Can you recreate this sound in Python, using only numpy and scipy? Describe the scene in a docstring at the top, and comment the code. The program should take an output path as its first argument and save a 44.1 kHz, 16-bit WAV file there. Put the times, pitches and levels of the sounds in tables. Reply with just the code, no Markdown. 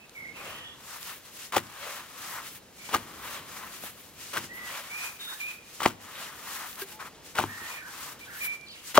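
"""A garden table outdoors, close by a two-port recorder: pizza dough is stretched by hand and slapped
six times onto a floured wooden board. On landing the sheet patters (tiny bursts), trapped air pops
(sagging, ringing tones with a crack) and board and table thud (a push, rumble and damped modes).
Between slaps it drags over flour and swishes across skin (filtered grains swelling with each gesture).
A songbird whistles (gliding tones) some way off to the right, over a quiet wash of coloured noise."""
import sys
import numpy as np
from scipy import signal
from scipy.fft import rfft, irfft, next_fast_len
from scipy.io import wavfile

SR = 44100
rng = np.random.default_rng(int(sys.argv[2]) if len(sys.argv) > 2 else 0)


def transcribe(signal):
    """Save signal, clipped to [-1, 1], as a 16-bit WAV file at the path in sys.argv[1]."""
    frames = np.atleast_2d(signal).T
    limited = np.clip(frames, -1, 1)
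    pcm = np.round(limited * 32767).astype(np.int16)
    wavfile.write(sys.argv[1], SR, pcm)


N = 396459
T = np.arange(N) / SR
# Table levels are relative; the mix scales them further.


def undb(db):
    """Decibels to gain."""
    return 10 ** (np.asarray(db) / 20)


def unit(x):
    """Scale to rms 1."""
    return x / np.sqrt(np.mean(x ** 2) + 1e-20)


def add(track, s, sound):
    """Mix a sound into a track at time s."""
    i = max(int(s * SR), 0)
    track[..., i:i + sound.shape[-1]] += sound[..., :max(N - i, 0)]


def fade(t, t60):
    """Exponential decay, 60 dB down after t60 seconds."""
    return np.exp(-np.log(1000) * t / t60)


def colour(x, spectrum):
    """Filter by an (f/Hz, level/dB) spectrum, read on a log frequency axis; rms 1."""
    size = next_fast_len(x.shape[-1], real=True)
    hz, db = np.transpose(spectrum)
    f = np.maximum(np.fft.rfftfreq(size, 1 / SR), 1)
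    gain = undb(np.interp(np.log(f), np.log(hz), db))
    return unit(irfft(rfft(x, size) * gain, size)[..., :x.shape[-1]])


def walk(rate):
    """Random wander with a spread near 1, heading for a new value rate times a second."""
    knots = rng.standard_normal(4096)
    return np.interp(T * rate, np.arange(len(knots)), knots)


def grains(scatter_db, likeness):
    """Dense tiny contacts of uneven size, partly shared by the two microphone ports."""
    count = 8  # samples of equal size
    sizes = np.repeat(undb(scatter_db * rng.standard_normal(N // count + 1)), count)[:N]
    share = np.clip(likeness, 0, 1)
    common = np.sqrt(share) * rng.standard_normal(N)
    separate = np.sqrt(1 - share) * rng.standard_normal((2, N))
    return unit(sizes * (common + separate))


def pan(x, left_db):
    """Tip a sound towards the left port; left_db is the gain of left over right."""
    return x * undb(np.array([[left_db], [-left_db]]) / 2)


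def echoes(x, t60, gap):
    """Scattered reflections of unit energy, building up over gap seconds, different at each port."""
    t = T[:SR]
    response = rng.standard_normal((2, SR)) * fade(t, t60) * (1 - np.exp(-(t / gap) ** 2))
    response = response / np.sqrt(np.sum(response ** 2) / 2)
    return signal.fftconvolve(np.atleast_2d(x), response, axes=1)[:, :N]


def ring(modes):
    """Damped modes, slightly different in pitch for every blow."""
    t = T[:SR // 2]
    total = 0
    for hz, db, t60 in modes:
        struck_hz = hz * (1 + 0.02 * rng.standard_normal())
        total = total + undb(db) * fade(t, t60) * np.sin(2 * np.pi * struck_hz * t)
    return total


def pocket(hz, t60):
    """Trapped air bursts out and rings for a few cycles, sagging in pitch."""
    t = T[:SR // 20]
    sag = 1 + 0.037 * (np.exp(-t / 0.0039) - .5)
    onset = 1 - np.exp(-t / 0.00021)
    return -np.sin(2 * np.pi * hz * np.cumsum(sag) / SR) * fade(t, t60) * onset


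# landings of the sheet, the fifth only a faint touch:
# first touch t/s, full contact t/s, laying-down level/dB, contact level/dB, settling t/s
SLAPS = [(1.521, 1.567, -31.5, -21.5, 0.032), (2.887, 2.948, -38.5, -20, 0.067),
         (4.33, 4.372, -31, -28.5, 0.032), (5.799, 5.856, -33, -25.5, 0.056),
         (6.995, 7.01, -41.5, -58, 0.011), (7.350, 7.392, -31, -33, 0.051), (8.943, 8.973, -24, -43, 0.011)]
# crackle of the landing dough: f/Hz, level/dB
PATTER_SPECTRUM = [(100, -15), (350, -4.5), (700, -4), (1100, 1.5), (1700, -2.5), (3000, -3), (5000, -10),
                   (9000, -9.5), (16000, -11.5)]


def patter():
    """The sheet lays itself down in tiny wet pops and crackle, peaking at full contact, then settling."""
    envelope, blisters = np.zeros(N), np.zeros(N)
    for touch, contact, lay_db, contact_db, settle in SLAPS:
        starting = np.clip((T - touch) / 0.0038, 0, 1)
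        laying = starting * np.exp(-(np.maximum(T - contact, 0) / settle) ** 2)
        peak = undb(contact_db) * np.exp(-np.abs(T - contact) / 0.0086)
        envelope += laying * (undb(lay_db) + peak)
        # tiny pockets burst one after another, about every 2.8 ms
        for step, (late, pitch, size) in enumerate(rng.standard_normal((50, 3))):
            s = touch + (step + 0.382 * late) * .0028
            strength = np.interp(s, T, envelope) * undb(1.9 * size + 3.5)
            add(blisters, s, strength * pocket(hz=1250 * np.exp(.25 * pitch), t60=0.006))
    contacts = grains(scatter_db=2.5, likeness=.8)
    crackle = colour(contacts, PATTER_SPECTRUM) * envelope * undb(3.5 * walk(rate=300) - 3.5)
    return crackle + blisters


# the largest air pockets bursting under the dough: t/s, level/dB, f/Hz about which it sags, ring t60/s
POPS = [(1.5342, -23, 1100, 0.016), (1.54, -19.5, 1010, 0.015), (1.551, -19, 1130, 0.016),
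        (1.5668, -9, 800, 0.015), (1.5701, -14, 540, 0.017), (2.8915, -25, 1010, 0.0065),
        (2.9358, -16, 910, 0.0057), (2.9413, -8.5, 1190, 0.009), (2.9451, -10, 1210, 0.028),
        (2.958, -15.5, 860, 0.0093), (3.838, -27, 714, 0.0072), (4.3632, -21, 1020, .012),
        (4.3689, -16.5, 1440, .010), (4.3734, -17, 1510, 0.017), (5.8046, -15.5, 1010, 0.007),
        (5.8184, -18, 870, 0.011), (5.855, -13.5, 1060, 0.048), (5.8598, -1.5, 1830, 0.0035),
        (5.861, 2, 820, 0.0057), (7.386, -5, 1400, 0.0092), (7.3905, -8.5, 800, 0.0084),
        (7.3972, -10, 850, 0.0095), (7.412, -21, 1060, 0.012), (7.4389, -13.5, 935, 0.0098),
        (8.9765, 10, 1126, 0.0057), (8.9815, -4.5, 614, 0.037)]
# crack of a bursting air pocket: f/Hz, level/dB
CRACK_SPECTRUM = [(100, -12), (350, 1.5), (700, 2.5), (1100, -9.5), (1700, -0.5), (3000, -1.5),
                  (5000, -13.5), (8000, -17), (16000, -36)]


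def pops():
    """The big air pockets ring, each with a crack as its rim bursts."""
    out, t = np.zeros((2, N)), T[:SR // 20]
    for s, db, hz, t60 in POPS:
        burst = rng.standard_normal(len(t)) + .3 * rng.standard_normal((2, len(t)))
        crack = colour(burst, CRACK_SPECTRUM) * fade(t, t60=0.0047)
        add(out, s, undb(db) * (1.04 * pocket(hz, t60) + undb(-12.0) * crack))
    return out


# dough or palm comes down on the board: t/s, ringing level/dB, blunt push level/dB
THUDS = [(1.5704, -39, -19.5), (1.991, -60, -48), (2.952, -40.5, -25), (3.055, -57, -39), (3.84, -58, -38),
         (4.372, -43.5, -38), (4.439, -54, -37), (5.8612, -37.5, -10.5), (7.390, -35.5, -22),
         (7.44, -40.5, -21), (7.617, -53, -40), (8.982, -41, -12)]
# rumble of the landing: f/Hz, level/dB
THUD_SPECTRUM = [(30, -30), (70, -9), (100, 7), (200, 10), (350, 5), (600, -17), (1200, -34), (3000, -58),
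                 (10000, -42)]
# modes of board and table: nominal f/Hz, level/dB, t60/s
BOARD_MODES = [(100.4, 5, 0.44), (121, -23, .3), (155.6, -34, 0.14), (220, -9, 0.32), (244, -2, 0.42),
               (342, 10, 0.15), (411, 9, 0.089)]


def thuds():
    """A soft, heavy landing pushes the air bluntly once and sets board and table ringing."""
    out, t = np.zeros((2, N)), T[:SR // 2]
    push = np.sin(2 * np.pi * 310 * t) * fade(t, t60=0.01)
    for s, ring_db, push_db in THUDS:
        noise = rng.standard_normal(len(t)) + 0.046 * rng.standard_normal((2, len(t)))
        rumble = colour(noise, THUD_SPECTRUM) * fade(t, t60=0.37)
        ringing = undb(-3.0) * rumble + undb(-8) * ring(BOARD_MODES)
        add(out, s, undb(ring_db) * ringing + undb(push_db) * push)
    return out


STROKE_SHAPE = 1.8  # 1 = pointed, 2 = bell-shaped


def stroke(at, rise, fall):
    """A movement that speeds up to its fastest moment and slows again."""
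    distance = np.maximum((at - T) / rise, (T - at) / fall)
    return np.exp(-(distance ** STROKE_SHAPE).clip(0, 20))


PRESS_RAMP_S = 0.031


def held(start, end):
    """A steady contact that eases in and out."""
    return np.clip(np.minimum(T - start, end - T) / PRESS_RAMP_S + .5, 0, 1)


# the dough is pulled long under the palm:
# fastest sliding t/s, rise t/s, fall t/s, level/dB, groan of the stretching dough level/dB
PULLS = [(0.46, .08, 0.17, -52.5, -47.5), (1.881, .125, 0.16, -45.5, -45), (3.335, 0.11, 0.065, -44.5, -50),
         (4.76, 0.14, 0.12, -45, -49.5), (6.22, 0.086, 0.089, -46.5, -53), (7.72, 0.13, 0.077, -47.5, -55)]
# the palm rests on the dough and rubs it flat: start t/s, end t/s, level/dB
PRESSES = [(0.358, 0.597, -55.5), (1.573, 2.01, -56.5), (2.948, 3.4, -54), (4.556, 4.86, -60),
           (6.005, 6.45, -55), (7.41, 7.78, -51.5)]
# the sheet is drawn up off the flour: fastest sliding t/s, rise t/s, fall t/s, level/dB
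LIFTS = [(0.95, 0.11, 0.062, -45.5), (2.30, 0.16, 0.15, -43), (3.58, 0.14, 0.11, -46.5),
         (5.05, 0.14, 0.068, -41.5), (6.54, 0.13, .14, -41.5), (8.04, 0.14, 0.088, -43)]
# its rim scuffs the board: t/s, rise t/s, fall t/s, level/dB
SCUFFS = [(.5, .11, 0.15, -50), (1.11, .04, .03, -48), (1.765, 0.023, 0.036, -52),
          (2.38, 0.067, 0.039, -40.5), (3.25, 0.04, 0.026, -47.5), (3.66, 0.15, 0.087, -48),
          (3.875, 0.045, .025, -47.5), (4.44, 0.013, .02, -44), (5.329, 0.033, 0.013, -45.5),
          (6.64, 0.043, 0.031, -40), (6.8, .03, .04, -44.5), (7.005, 0.011, 0.04, -39),
          (7.065, .03, .025, -44.5), (8.1, 0.043, 0.053, -48)]
# it brushes over hand and forearm: t/s, rise t/s, fall t/s, level/dB, extra finest hiss level/dB
BRUSHES = [(0.16, .06, 0.1, -61.5, 2), (1.085, 0.11, 0.088, -45, 2), (1.27, 0.039, 0.035, -51, -4),
           (2.47, 0.038, 0.047, -45.5, 0), (2.565, .05, .025, -52.5, 6), (3.755, 0.087, 0.062, -46.5, 2),
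           (3.85, 0.04, 0.064, -45, 5), (4.01, 0.068, 0.15, -56, 3.5), (4.44, 0.09, 0.038, -46.5, -2),
           (4.555, 0.018, 0.036, -55, 11), (5.16, .04, 0.046, -53, 3), (5.22, 0.027, 0.066, -46, -1),
           (5.32, 0.055, 0.064, -48, 4), (5.42, 0.055, 0.038, -47, 3.5), (5.51, 0.059, 0.057, -47, 1),
           (6.68, 0.044, 0.16, -51.5, 7), (6.819, 0.032, 0.022, -41.5, 6.5), (6.92, 0.053, 0.043, -49.5, 4),
           (7.01, .015, .03, -49, -1), (7.065, .025, .022, -49.5, -1), (8.12, .04, 0.029, -53, 5),
           (8.194, .004, 0.05, -53, 1), (8.255, 0.031, .04, -51.5, -4), (8.42, 0.099, .05, -45.5, 3.5),
           (8.455, .04, .025, -43.5, 11), (8.54, 0.06, 0.028, -49, -2)]
# it slides off the arm on its way down: t/s, rise t/s, fall t/s, level/dB
SLIDES = [(1.425, 0.096, 0.063, -44), (2.88, 0.1, 0.06, -47), (4.225, 0.054, 0.18, -45),
          (5.79, 0.13, .04, -48.5), (7.265, 0.027, 0.089, -51), (8.76, .06, 0.084, -55.5),
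          (8.895, 0.054, 0.055, -43)]
# colour of each gesture against its flour hiss:
# drag on the board level/dB, skin rasp level/dB, finest hiss level/dB
CREEP_MIX = (2.2, -0.92, -9)
PRESS_MIX = (2.9, -1, -.5)
PULL_MIX = (1.15, 2.1, -0.34)
LIFT_MIX = (-2, -3, -1.1)
BRUSH_MIX = (-8.5, -0.98, 0)
SLIDE_MIX = (-16.5, -3, -3.4)
HOLD_MIX = (-2, -2, -2.1)
HOLD_DB = -63.5  # the fingers never lie quite still on the dough
CREEP_DB = -62  # from each press until it is lifted, the dough creeps on the board


def rub(envelope, db, drag_db, rasp_db, fine_db):
    """Power that one gesture gives to the four kinds of friction."""
    levels_db = db + np.array([[0], [drag_db], [rasp_db], [fine_db]])
    return undb(levels_db) ** 2 * envelope ** 2


def gestures():
    """Strength of flour hiss, board drag, skin rasp and finest hiss over time; gestures add in power."""
    power = rub(np.ones(N), HOLD_DB, *HOLD_MIX)
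    for (start, end, db), (lifted, *_) in zip(PRESSES, LIFTS):
        pressing = rub(held(start, end), db, *PRESS_MIX)
        creeping = rub(held(start, lifted), CREEP_DB, *CREEP_MIX)
        power += pressing + creeping
    for table, mix in (PULLS, PULL_MIX), (LIFTS, LIFT_MIX), (SLIDES, SLIDE_MIX):
        for at, rise, fall, db, *_ in table:
            power += rub(stroke(at, rise, fall), db, *mix)
    drag_db, rasp_db, brush_fine_db = BRUSH_MIX
    for at, rise, fall, db, fine_db in BRUSHES:
        power += rub(stroke(at, rise, fall), db, drag_db, rasp_db, brush_fine_db + fine_db)
    for at, rise, fall, db in SCUFFS:
        power[1] += (undb(db) * stroke(at, rise, fall)) ** 2  # board drag only
    return np.sqrt(power)


# spectra of board drag, stretching groan, skin rasp, flour hiss and finest hiss: f/Hz, level/dB
DRAG_SPECTRUM = [(300, -26), (700, -9), (900, -2.5), (1060, 1), (1260, 1), (1500, -2.5), (1900, -4),
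                 (2500, -12), (3500, -23), (9000, -44)]
GROAN_SPECTRUM = [(150, -37), (400, -6), (580, 8.5), (760, -2), (1100, -13), (1600, -33), (2200, 0.5),
                  (3000, -6.5), (5000, -38)]
RASP_SPECTRUM = [(600, -13.5), (1400, -2), (2200, 0), (3000, 1), (4000, -3), (5200, -13.5), (9000, -40)]
HISS_SPECTRUM = [(2500, -20), (4000, -1.5), (5200, 0.5), (6800, 1), (9500, -2.5), (12000, -6.5),
                 (16000, -13)]
FINE_SPECTRUM = [(5000, -27), (9000, -6), (12000, -1), (16000, -2.5)]
GROAN_S = 0.077  # rise and fall time of the groan in a pull
SLIP_DB, SLIP_PER_S = 1.27, 24  # each kind of friction catches and eases on its own


def handling():
    """Dough sticks and slips on flour: the board answers mid-range, skin rasps and flour hisses above."""
    hissing, dragging, rasping, sifting = (
        strength * undb(SLIP_DB * walk(rate=SLIP_PER_S)) for strength in gestures())
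    groaning = sum(undb(db) * stroke(at, GROAN_S, GROAN_S) for at, *_, db in PULLS)
    slip_db = 1.0 * walk(rate=94)  # unevenness common to all of them
    drag = colour(grains(scatter_db=3, likeness=0.86), DRAG_SPECTRUM) * dragging
    drag = drag * undb(0.37 * walk(rate=150))
    groan = colour(grains(scatter_db=3, likeness=0.88), GROAN_SPECTRUM) * groaning
    rasp = colour(grains(scatter_db=0.5, likeness=0.51), RASP_SPECTRUM) * rasping
    hiss = colour(grains(scatter_db=-1.5, likeness=0.11), HISS_SPECTRUM) * hissing
    fine = colour(grains(scatter_db=2, likeness=0.05), FINE_SPECTRUM) * sifting
    return (pan(drag + groan, left_db=3.0) + pan(rasp + hiss + fine, left_db=1.5)) * undb(slip_db)


# small sticky ticks of dough leaving skin: t/s, level/dB
TICKS = [(0.095, -40.5), (1.029, -31.5), (1.6687, -44), (4.4416, -34), (4.5356, -52), (5.884, -30.5),
         (6.7294, -39), (6.757, -38), (8.612, -44), (8.685, -45), (8.7246, -53)]
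# spectrum of a sticky tick: f/Hz, level/dB
TICK_SPECTRUM = [(700, -18), (2000, 2), (4000, 8), (10000, -1), (16000, -12)]
# the dough flops hollowly onto the forearm: t/s, level/dB
FLOPS = [(6.818, -31)]
# modes of its cupped hollow: nominal f/Hz, level/dB, t60/s
HOLLOW_MODES = [(391, 0.5, 0.11), (1190, -12, .06), (1640, 2, 0.052)]


def touches():
    """Sticky noise ticks and a soft hollow ring while the dough is passed from hand to arm."""
    out, t = np.zeros((2, N)), T[:SR // 2]
    for s, db in TICKS:
        tick = colour(rng.standard_normal((2, len(t))), TICK_SPECTRUM) * fade(t, t60=0.008)
        add(out, s, undb(db + 1.5) * tick)
    for s, db in FLOPS:
        add(out, s, undb(db) * ring(HOLLOW_MODES) * (1 - np.exp(-t / 0.0026)))
    return out


# bird whistles before flutter:
# t/s, length t/s, starting f/Hz, middle f/Hz, final f/Hz, level/dB, trill depth f/Hz
WHISTLES = [(0, 0.064, 2650, 2600, 2580, -62, 60), (0.148, 0.19, 2300, 2130, 2230, -50.5, 80),
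            (.34, 0.08, 2680, 2570, 2460, -55, 125), (0.424, 0.34, 2900, 3114, 3220, -55, 343),
            (0.542, 0.17, 1950, 1870, 1840, -62, 40), (2.783, 0.13, 2380, 2330, 2370, -58.5, 60),
            (4.487, 0.24, 1860, 1992, 1877, -50.5, 40), (4.897, 0.21, 2210, 2465, 2410, -45.5, 57),
            (5.192, 0.16, 3680, 3675, 3850, -49.5, 90), (5.269, 0.11, 1500, 1610, 1830, -53.5, 151),
            (5.399, 0.12, 2370, 2410, 2543, -43, 53), (7.47, 0.26, 1740, 1846, 1906, -52, 100),
            (7.701, .12, 2400, 2374, 2165, -52.5, 134), (7.751, 0.17, 1880, 1620, 1604, -53.5, 100),
            (8.207, 0.05, 2350, 2360, 2360, -54.5, 25), (8.264, 0.22, 1620, 1846, 2050, -53, 244),
            (8.405, 0.155, 2367, 2352, 2370, -41.5, 30), (8.664, 0.09, 4400, 4180, 3940, -57, 490),
            (8.67, .15, 2900, 2800, 2870, -59, 490)]
BIRD_LAG = 7  # samples by which the direct song reaches the left port later


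def bird():
    """Gliding, fluttering whistles from the right, smeared by the gardens they cross."""
    song, flutter = np.zeros(N), walk(rate=260)
    for s, length, start_hz, middle_hz, end_hz, db, trill_hz in WHISTLES:
        u = np.linspace(0, 1, int(length * SR))
        glide = np.polyval(np.polyfit([0, .5, 1], [start_hz, middle_hz, end_hz], 2), u)
        hz = glide + trill_hz * np.roll(flutter, -int(s * SR))[:len(u)]
        swell = np.sqrt(2 * np.minimum(1, np.minimum(u / 0.11, (1 - u) / 0.24)))
        add(song, s, undb(db) * swell * np.sin(2 * np.pi * np.cumsum(hz) / SR))
    song = song * undb(1.0 * walk(rate=71))
    direct = np.array([np.pad(song, (BIRD_LAG, 0))[:N], song])
    near_smear = undb(0.5) * echoes(song, t60=0.18, gap=0.0027)
    far_smear = undb(-3.5) * echoes(song, t60=0.64, gap=0.027)
    return pan(undb(7) * direct + near_smear + far_smear, left_db=-3)


# distant outdoor wash: f/Hz, level/dB
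GARDEN_SPECTRUM = [(20, 5), (50, 1), (110, 1), (220, 1.5), (330, -0.5), (480, -1.5), (700, -4),
                   (1300, -10.5), (3000, -11), (6000, -16), (16000, -27)]
# faint far-off tones: start t/s, end t/s, centre f/Hz, level/dB, left minus right level/dB
DRONES = [(0, 11, 486.5, -73.5, 17.5), (5.29, 5.38, 860, -54, -13), (6.91, 7.03, 860, -53.5, 0)]
GARDEN_DB = -54


def garden():
    """A faint, slowly swelling wash of distant outdoor noise with a few wavering tones in it."""
    wash = colour(grains(scatter_db=1, likeness=0.82), GARDEN_SPECTRUM)
    out = wash * undb(GARDEN_DB + 3.1 * walk(rate=2.214))
    for start, end, hz, db, left_db in DRONES:
        wavering_hz = hz * (1 + 0.0194 * walk(rate=60))
        tone = np.sin(2 * np.pi * np.cumsum(wavering_hz) / SR)
        present = np.clip(np.minimum(T - start, end - T) / 0.033, 0, 1)
        out = out + pan(tone * present * undb(db + 2 * walk(rate=13.0)), left_db)
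    return out


PORT_LAG = 2  # samples


def scene():
    """Slaps close by, with quick reflections from table and body and a faint tail from the surroundings."""
    slaps = pan(patter() + pops(), left_db=2.5) + pan(thuds(), left_db=2.0)
    near = undb(-11.5) * echoes(slaps, t60=0.055, gap=0.00037)
    far = undb(-27.0) * echoes(slaps, t60=1.0, gap=.015)
    left, right = slaps + near + far + handling() + touches() + garden()
    # the board lies a little to the left, so its sound reaches the right port later
    return np.array([left, np.pad(right, (PORT_LAG, 0))[:N]]) + bird()


LOW_HZ, TOP_HZ = 62, 15750


def record(dry):
    """The recorder thins the deep bass, clips at full scale and cuts the top."""
    bass_cut = signal.butter(2, LOW_HZ, "high", fs=SR, output="sos")
    top_cut = signal.ellip(10, .2, 80, TOP_HZ, fs=SR, output="sos")
    thinned = signal.sosfilt(bass_cut, dry)
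    return signal.sosfilt(top_cut, np.clip(thinned, -1, 1))


dry = scene()
out = record(dry)
transcribe(out)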